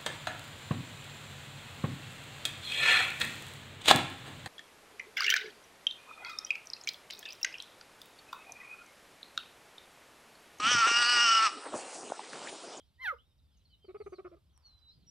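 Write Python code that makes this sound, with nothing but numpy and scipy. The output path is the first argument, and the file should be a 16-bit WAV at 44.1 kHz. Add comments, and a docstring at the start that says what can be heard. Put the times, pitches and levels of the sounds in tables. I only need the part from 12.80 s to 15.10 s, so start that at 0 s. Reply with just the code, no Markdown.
"""Cheetah on open bush land

A cheetah a few metres off gives one falling chirp, overtones through an open throat with breath puffed
each cycle, then a closed-mouth stutter of chest tone, arching octave and raspy pulses. An earth bank
echoes it and the land scatters it. Near-sine birds whistle near and far over faint short tones placed at
random, a tick sounds on the ground, and filtered noise makes low wind rumble, a soft rustle and a faint
hiss of the bush."""
import sys
import numpy as np
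from scipy import signal
from scipy.fft import rfft, irfft
from scipy.io import wavfile
from scipy.ndimage import uniform_filter1d

SR = 44100
rng = np.random.default_rng(int(sys.argv[2]) if len(sys.argv) > 2 else 0)


def output_pcm(signal):
    """Save a mono or channel-first signal as 16-bit PCM at the path in sys.argv[1].

    Samples are clipped to [-1, 1] before scaling.
    """
    pcm = np.clip(np.atleast_2d(signal).T, -1, 1) * 32767
    wavfile.write(sys.argv[1], SR, np.round(pcm).astype(np.int16))


N = 101429
T = np.arange(N) / SR
TOP_HZ = 14250  # upper limit of the voice's overtones and of the final sound


def undb(db):
    """dB to gain."""
    return 10 ** (np.asarray(db) / 20)


def unit(x):
    """Scale to rms 1."""
    return x / np.sqrt(np.mean(x ** 2))


def curve(table, col, x=T):
    """Straight lines through one column, read against the first."""
    a = np.array(table, float)
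    return np.interp(x, a[:, 0], a[:, col])


def ring(x, hz, width_hz):
    """One resonance, gain 1 at its centre."""
    return signal.lfilter(*signal.iirpeak(hz, hz / width_hz, fs=SR), x)


def walk(rate):
    """Slow chance, rms 1: noise smoothed twice over 1/rate seconds."""
    k = int(SR / rate)
    smooth = uniform_filter1d(rng.standard_normal(N), k)
    return unit(uniform_filter1d(smooth, k))


def log_spectrum():
    """Log frequency of each spectrum bin, held at 1 Hz or above."""
    return np.log(np.maximum(np.fft.rfftfreq(N, 1 / SR), 1))


def colour(x, table):
    """Shape by (Hz, dB) points on a log-frequency axis."""
    a = np.array(table, float)
    gain_db = np.interp(log_spectrum(), np.log(a[:, 0]), a[:, 1])
    return irfft(rfft(x) * undb(gain_db), N)


def band(hz, width_hz):
    """Noise through the same resonance twice, rms 1."""
    return unit(ring(ring(rng.standard_normal(N), hz, width_hz), hz, width_hz))


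# Tone of the bush hiss, before it is set to BUSH_DB [f/Hz, relative level/dB]
BUSH_TONE = [(25, -20), (65, -2.5), (338, -25), (1360, -33), (1760, -37), (3620, -30), (6900, -44.5),
             (14200, -43.5)]
# Wind rumble before gusts [t/s, deep level/dB, upper level/dB]
WIND_RUMBLE = [(0, -69, -94.5), (1.45, -69.5, -72), (2.05, -69, -97.5), (2.19, -67.5, -65)]
# One soft rustle [t/s, level/dB]
SOFT_RUSTLE = [(1.62, -106.5), (1.782, -81), (2.12, -86.5)]
BUSH_DB, GUST_DB = -73.5, 3  # hiss level before its flicker; rms of the gusts' level swing
TREBLE_SWELL_S, TREBLE_SWELL_WIDTH_S, TREBLE_SWELL_DB = 1.27, 0.12, -88.5  # peak time, width, peak level


def bush():
    """Coloured noise flickering around 3.9 kHz, gusty low bands, a soft rustle and one swell of treble."""
    hiss = unit(colour(rng.standard_normal(N), BUSH_TONE)) * undb(BUSH_DB)
    flicker = undb(2.5 * walk(6)) - 1
    hiss = hiss + flicker * ring(hiss, 3900, 2500)
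    rustling = (T > SOFT_RUSTLE[0][0]) * (T < SOFT_RUSTLE[-1][0])
    rustle = undb(curve(SOFT_RUSTLE, 1)) * rustling * band(1015, 800)
    bump = np.exp(-((T - TREBLE_SWELL_S) / TREBLE_SWELL_WIDTH_S) ** 2)
    swell = undb(TREBLE_SWELL_DB) * bump * band(9000, 4000)
    deep = undb(curve(WIND_RUMBLE, 1)) * band(68, 30)
    upper = undb(curve(WIND_RUMBLE, 2)) * band(150, 87)
    return hiss + (deep + upper) * undb(GUST_DB * walk(12)) + rustle + swell


# Small ticks on the ground [t/s, burst level before the resonances/dB]
GROUND_TICKS = [(1.777, -45)]


def ticks():
    """Dry ticks: a very short noise burst ringing two bands."""
    bursts = sum(undb(db) * np.exp(-abs(T - s) / 0.00016) for s, db in GROUND_TICKS)
    bursts = bursts * rng.standard_normal(N)
    return ring(bursts, 1060, 900) + 0.22 * ring(bursts, 7800, 1500)


def whistle(start, hz, db):
    """A sine placed in time; its pitch and rms level run per sample."""
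    out = np.zeros(N)
    i = int(start * SR) + np.arange(len(hz))
    ok = (i >= 0) & (i < N)
    sine = np.sin(2 * np.pi * np.cumsum(hz) / SR)
    out[i[ok]] = (np.sqrt(2) * undb(db) * sine)[ok]
    return out


def glide(start, length, hz0, hz1, db):
    """A bird note sliding ever faster between two pitches, with soft ends."""
    u = np.linspace(0, 1, int(length * SR))
    hz = hz0 + (hz1 - hz0) * u * (1 + u) / 2
    return whistle(start, hz, db + 14 * np.log10(abs(np.sin(np.pi * u)) + 1e-4))


def arch(start, length, hz, db):
    """A short tone that rises to its top and falls back."""
    u = np.linspace(-1, 1, int(length * SR) + 2)[1:-1]
    return whistle(start, hz * (1 - .13 * u ** 2), db + 10 * np.log10(1 - u ** 2))


def line(table, waver):
    """A bird following a (s, Hz, dB) curve; waver is the share by which pitch strays."""
    t = np.arange(table[0][0], table[-1][0], 1 / SR)
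    hz = uniform_filter1d(curve(table, 1, t), size=150)
    return whistle(t[0], hz * (1 + waver * walk(60)[:len(t)]), curve(table, 2, t))


# Far-bird levels are before the shared waver; note levels are those at mid-note.
# Hooked whistles [start t/s, level/dB]
HOOKED_NOTES = [(0.867, -78), (1.024, -76.5), (1.17, -76), (1.309, -78)]
# Their quick rise and slow fall [t/s from the start, f/Hz]
HOOK_PITCH = [(0, 4090), (.012, 4730), (.035, 4620), (.09, 3525)]
# Gliding notes [start t/s, length t/s, from f/Hz, to f/Hz, level/dB]
GLIDING_NOTES = [(-.02, 0.042, 3586, 2960, -75.5), (0.768, 0.021, 6700, 5600, -80.5),
                 (0.847, 0.044, 4490, 3500, -77), (0.89, 0.076, 3117, 2880, -77),
                 (0.997, 0.076, 3188, 3050, -74), (1.727, 0.099, 6020, 4760, -79),
                 (2.08, 0.2, 5300, 3640, -83), (2.264, 0.078, 5736, 5500, -64)]
# Up-and-down notes [start t/s, length t/s, top f/Hz, level/dB]
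ARCHED_NOTES = [(1.234, 0.11, 6440, -80.5), (1.848, .032, 5940, -79)]
# A far bird's long wavering line [t/s, f/Hz, level/dB]
WAVERING_LINE = [(.385, 2830, -74), (.41, 3400, -80), (.46, 3727, -83.5), (.69, 3667, -93.5),
                 (.775, 2820, -86.5)]
SCATTERED_COUNT, SCATTERED_HZ, SCATTERED_DB = 220, 2900, -92  # tops lie from SCATTERED_HZ to an octave up


def far_birds():
    """Hooked, gliding, arched and wavering notes, and faint random arched tones, in a shared level waver."""
    u = np.arange(0, HOOK_PITCH[-1][0], 1 / SR)
    hook_hz = curve(HOOK_PITCH, 1, u)
    soft_db = 10 * np.log10(abs(np.sin(np.pi * u / u[-1])) + 1e-4)
    far = sum(whistle(start, hook_hz, db + soft_db) for start, db in HOOKED_NOTES)
    far = far + sum(glide(*note) for note in GLIDING_NOTES)
    far = far + sum(arch(*note) for note in ARCHED_NOTES) + line(WAVERING_LINE, .015)
    # faint scattered short rising-and-falling tones, placed at random
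    far = far + sum(arch(when * N / SR, 0.024, SCATTERED_HZ * (1 + lift), SCATTERED_DB)
                    for when, lift in rng.random((SCATTERED_COUNT, 2)))
    return far * undb(4 * walk(60))


# Near bird [t/s, f/Hz, level/dB]
NEAR_WHISTLE = [(1.822, 4630, -83), (1.86, 4330, -61.5), (1.91, 4065, -70), (2.05, 3938, -72),
                (2.1, 3940, -61), (2.128, 4360, -70.5), (2.145, 4490, -85)]


def near_bird():
    """One close whistle: a steady sine following its pitch and level curve."""
    return line(NEAR_WHISTLE, 0)


# Stutter notes [start t/s, length t/s, level/dB, f/Hz, arching tone level/dB, mouth level/dB]
# the last two levels are relative to the note
STUTTER_NOTES = [(1.044, 0.013, -62.5, 421, -14.5, -16.5), (1.081, 0.038, -54, 372, -14, -15),
                 (1.144, 0.028, -50, 418.2, -16, -10), (1.201, 0.025, -48.5, 425, -18, -16.5),
                 (1.261, 0.022, -49, 403.5, -15, -10.5), (1.321, .028, -51, 371.2, -11, -10),
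                 (1.382, .029, -51.5, 380.4, -10, -9), (1.444, 0.039, -53, 361, -9, -4),
                 (1.512, 0.045, -63.5, 338.6, -0.5, -9), (1.561, 0.022, -72.5, 400, -16, -7.5)]
# Closed-mouth resonances, mouth then nose [f/Hz, width f/Hz]
MOUTH_AND_NOSE = [(1230, 220), (2200, 535)]
NOTE_SKEW, NOTE_ROUND = 0.64, 0.58  # envelope shape: lower skew peaks earlier, lower round is fuller
ARCH_DROP = 0.47  # share by which the arching tone starts and ends low
NOTE_JITTER, RASP, NOSE_DB = 0.0301, 4.1, -22.5  # rms share of pitch; noise against pulses; relative level
CHEST_HZ, CHEST_WIDTH_HZ = 382, 180


def stutter():
    """Rounded notes: a clean chest tone, a tone that arches up to its octave, raspy pulses in the mouth."""
    out, wobble, noise = np.zeros(N), walk(460), rng.standard_normal(N)
    for start, length, db, hz, arch_db, mouth_db in STUTTER_NOTES:
        u = ((T - start) / length).clip(0, 1)
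        env = abs(np.sin(np.pi * u ** NOTE_SKEW)) ** NOTE_ROUND * (u < 1)
        tone = env * np.sin(2 * np.pi * hz * (T - start))
        chest = 2 * ring(tone, CHEST_HZ, CHEST_WIDTH_HZ) + tone
        rough_hz = hz * (1 + NOTE_JITTER * wobble)
        arched_hz = rough_hz * (1 - ARCH_DROP * (2 * u - 1) ** 2)
        octave = np.sqrt(env) * np.sin(4 * np.pi * np.cumsum(arched_hz) / SR)
        phase = 2 * np.pi * np.cumsum(rough_hz) / SR
        pulses = sum(np.cos(k * phase) for k in range(2, 9))
        pulses = env * (pulses + RASP * noise * (1 + np.cos(phase)))
        muffled = sum(2 * undb(level) * ring(ring(pulses, f, w), f, w)
                      for level, (f, w) in zip([mouth_db, NOSE_DB], MOUTH_AND_NOSE))
        out += undb(db) * (chest + 2 * undb(arch_db) * octave + muffled)
    return out


# Falling chirp [t/s, f/Hz, effort level/dB]
CHIRP_PITCH_EFFORT = [(.186, 935, -77.5), (.202, 1003, -54), (.22, 1051, -43), (.236, 1041, -41.5),
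                      (.262, 847, -38.5), (.282, 741.6, -35.5), (.32, 597.6, -43), (.346, 450, -54),
                      (.358, 480, -69)]
# Open throat seen by the overtones and breath [f/Hz, gain level/dB]
OPEN_THROAT = [(430, -3), (540, 2.5), (620, -27), (850, -11.5), (1050, -15.5), (1200, 3.5), (1900, 1),
               (2600, -13.5), (4200, -15.5), (4800, -37.5), (5600, -23), (7200, -47), (12500, -27)]
# Tilt of the overtones above the second as the mouth moves [t/s, level/dB per octave]
MOUTH_TILT = [(.2, -13.5), (.245, -3), (.296, -6.5), (.312, -35)]
CHIRP_JITTER, OVERTONE_WAVER_DB = .003, 2.0  # rms share of pitch; level waver, grows with overtone number
OVERTONE_BLUR, BREATH_DB = .3, -3  # phase wander (rad per overtone, more as pitch falls); breath gain


def chirp():
    """Overtones of a falling pitch sweep through a fixed throat, with breath puffed once a cycle."""
    hz = uniform_filter1d(curve(CHIRP_PITCH_EFFORT, 1), size=200) * (1 + CHIRP_JITTER * walk(140))
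    phase = 2 * np.pi * np.cumsum(hz) / SR
    throat = [(np.log(f), db) for f, db in OPEN_THROAT]
    tilt_db = curve(MOUTH_TILT, 1)
    blur = OVERTONE_BLUR * (hz.max() / hz) ** 2
    voice = np.zeros(N)
    for k in range(1, 31):
        waver_db = OVERTONE_WAVER_DB * min((k - 1) ** 2 / 2, 2) * walk(90)
        level_db = curve(throat, 1, np.log(k * hz)) + waver_db + tilt_db * np.log2(max(k / 2, 1))
        wander = blur * max(k - 2, 0) * walk(340)
        voice += undb(level_db) * (k * hz < TOP_HZ) * np.sin(k * phase + k * k + wander)
    puffs = np.gradient(rng.standard_normal(N)) * (1 + np.cos(phase))
    breath = colour(puffs, OPEN_THROAT) * undb(BREATH_DB)
    first, last = CHIRP_PITCH_EFFORT[0][0], CHIRP_PITCH_EFFORT[-1][0]
    on = np.interp(T, [first - .01, first, last, last + .01], [0, 1, 1, 0])
    return on * undb(curve(CHIRP_PITCH_EFFORT, 2)) * (np.sqrt(2) * voice + breath)


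ECHO_S, ECHO_DB, ECHO_HZ = 0.049, -26, 1300  # delay, gain at the band centre, band centre


def bank_echo(cat):
    """The earth bank returns the call once, late and in one band."""
    return undb(ECHO_DB) * ring(np.interp(T - ECHO_S, T, cat), ECHO_HZ, 640)


SCATTER_DB, SCATTER_T60_S = -11.5, 0.18  # gain of the tails, time to fall 60 dB


def land_scatter(x):
    """Many small reflections: a separate decaying noise tail of set energy for each channel."""
    t = T[:SR // 2]
    decay = np.exp(-np.log(1000) * t / SCATTER_T60_S)
    tails = [unit(rng.standard_normal(len(t)) * decay) / np.sqrt(len(t)) for _ in range(2)]
    return np.array([signal.fftconvolve(x, tail)[:N] for tail in tails]) * undb(SCATTER_DB)


# Microphone ports [f/Hz, left lead/rad, left minus right level/dB]
PORT_OFFSETS = [(300, -.55, -.5), (650, -1.05, -3.5), (5500, -1, -.5), (8500, -2.4, -.5), (13000, -1.5, 0)]


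def ports(x):
    """Two microphone ports differ in phase and level by frequency."""
    offsets = [(np.log(f), lead, db) for f, lead, db in PORT_OFFSETS]
    f = log_spectrum()
    half = np.exp(.5j * curve(offsets, 1, f)) * undb(curve(offsets, 2, f) / 2)
    pair = np.array([half, 1 / half]) / (abs(half + 1 / half) / 2)  # keeps the mono sum's level
    return irfft(rfft(x) * pair, N)


ALIKE = 0.87  # share of bush power common to both channels before the ports


def scene():
    """Cat with echo and scatter from the land, birds, ticks and bush."""
    cat = chirp() + stutter()
    song = near_bird() + far_birds()
    scatter = land_scatter(cat + 3.1 * song)
    floor = np.sqrt(ALIKE) * bush() + np.sqrt(1 - ALIKE) * np.array([bush(), bush()])
    return ports(cat + bank_echo(cat) + song + ticks() + floor) + scatter


def record(dry):
    """The top is cut steeply."""
    return signal.sosfilt(signal.ellip(12, .2, 80, TOP_HZ, fs=SR, output="sos"), dry)


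dry = scene()
out = record(dry)
output_pcm(out)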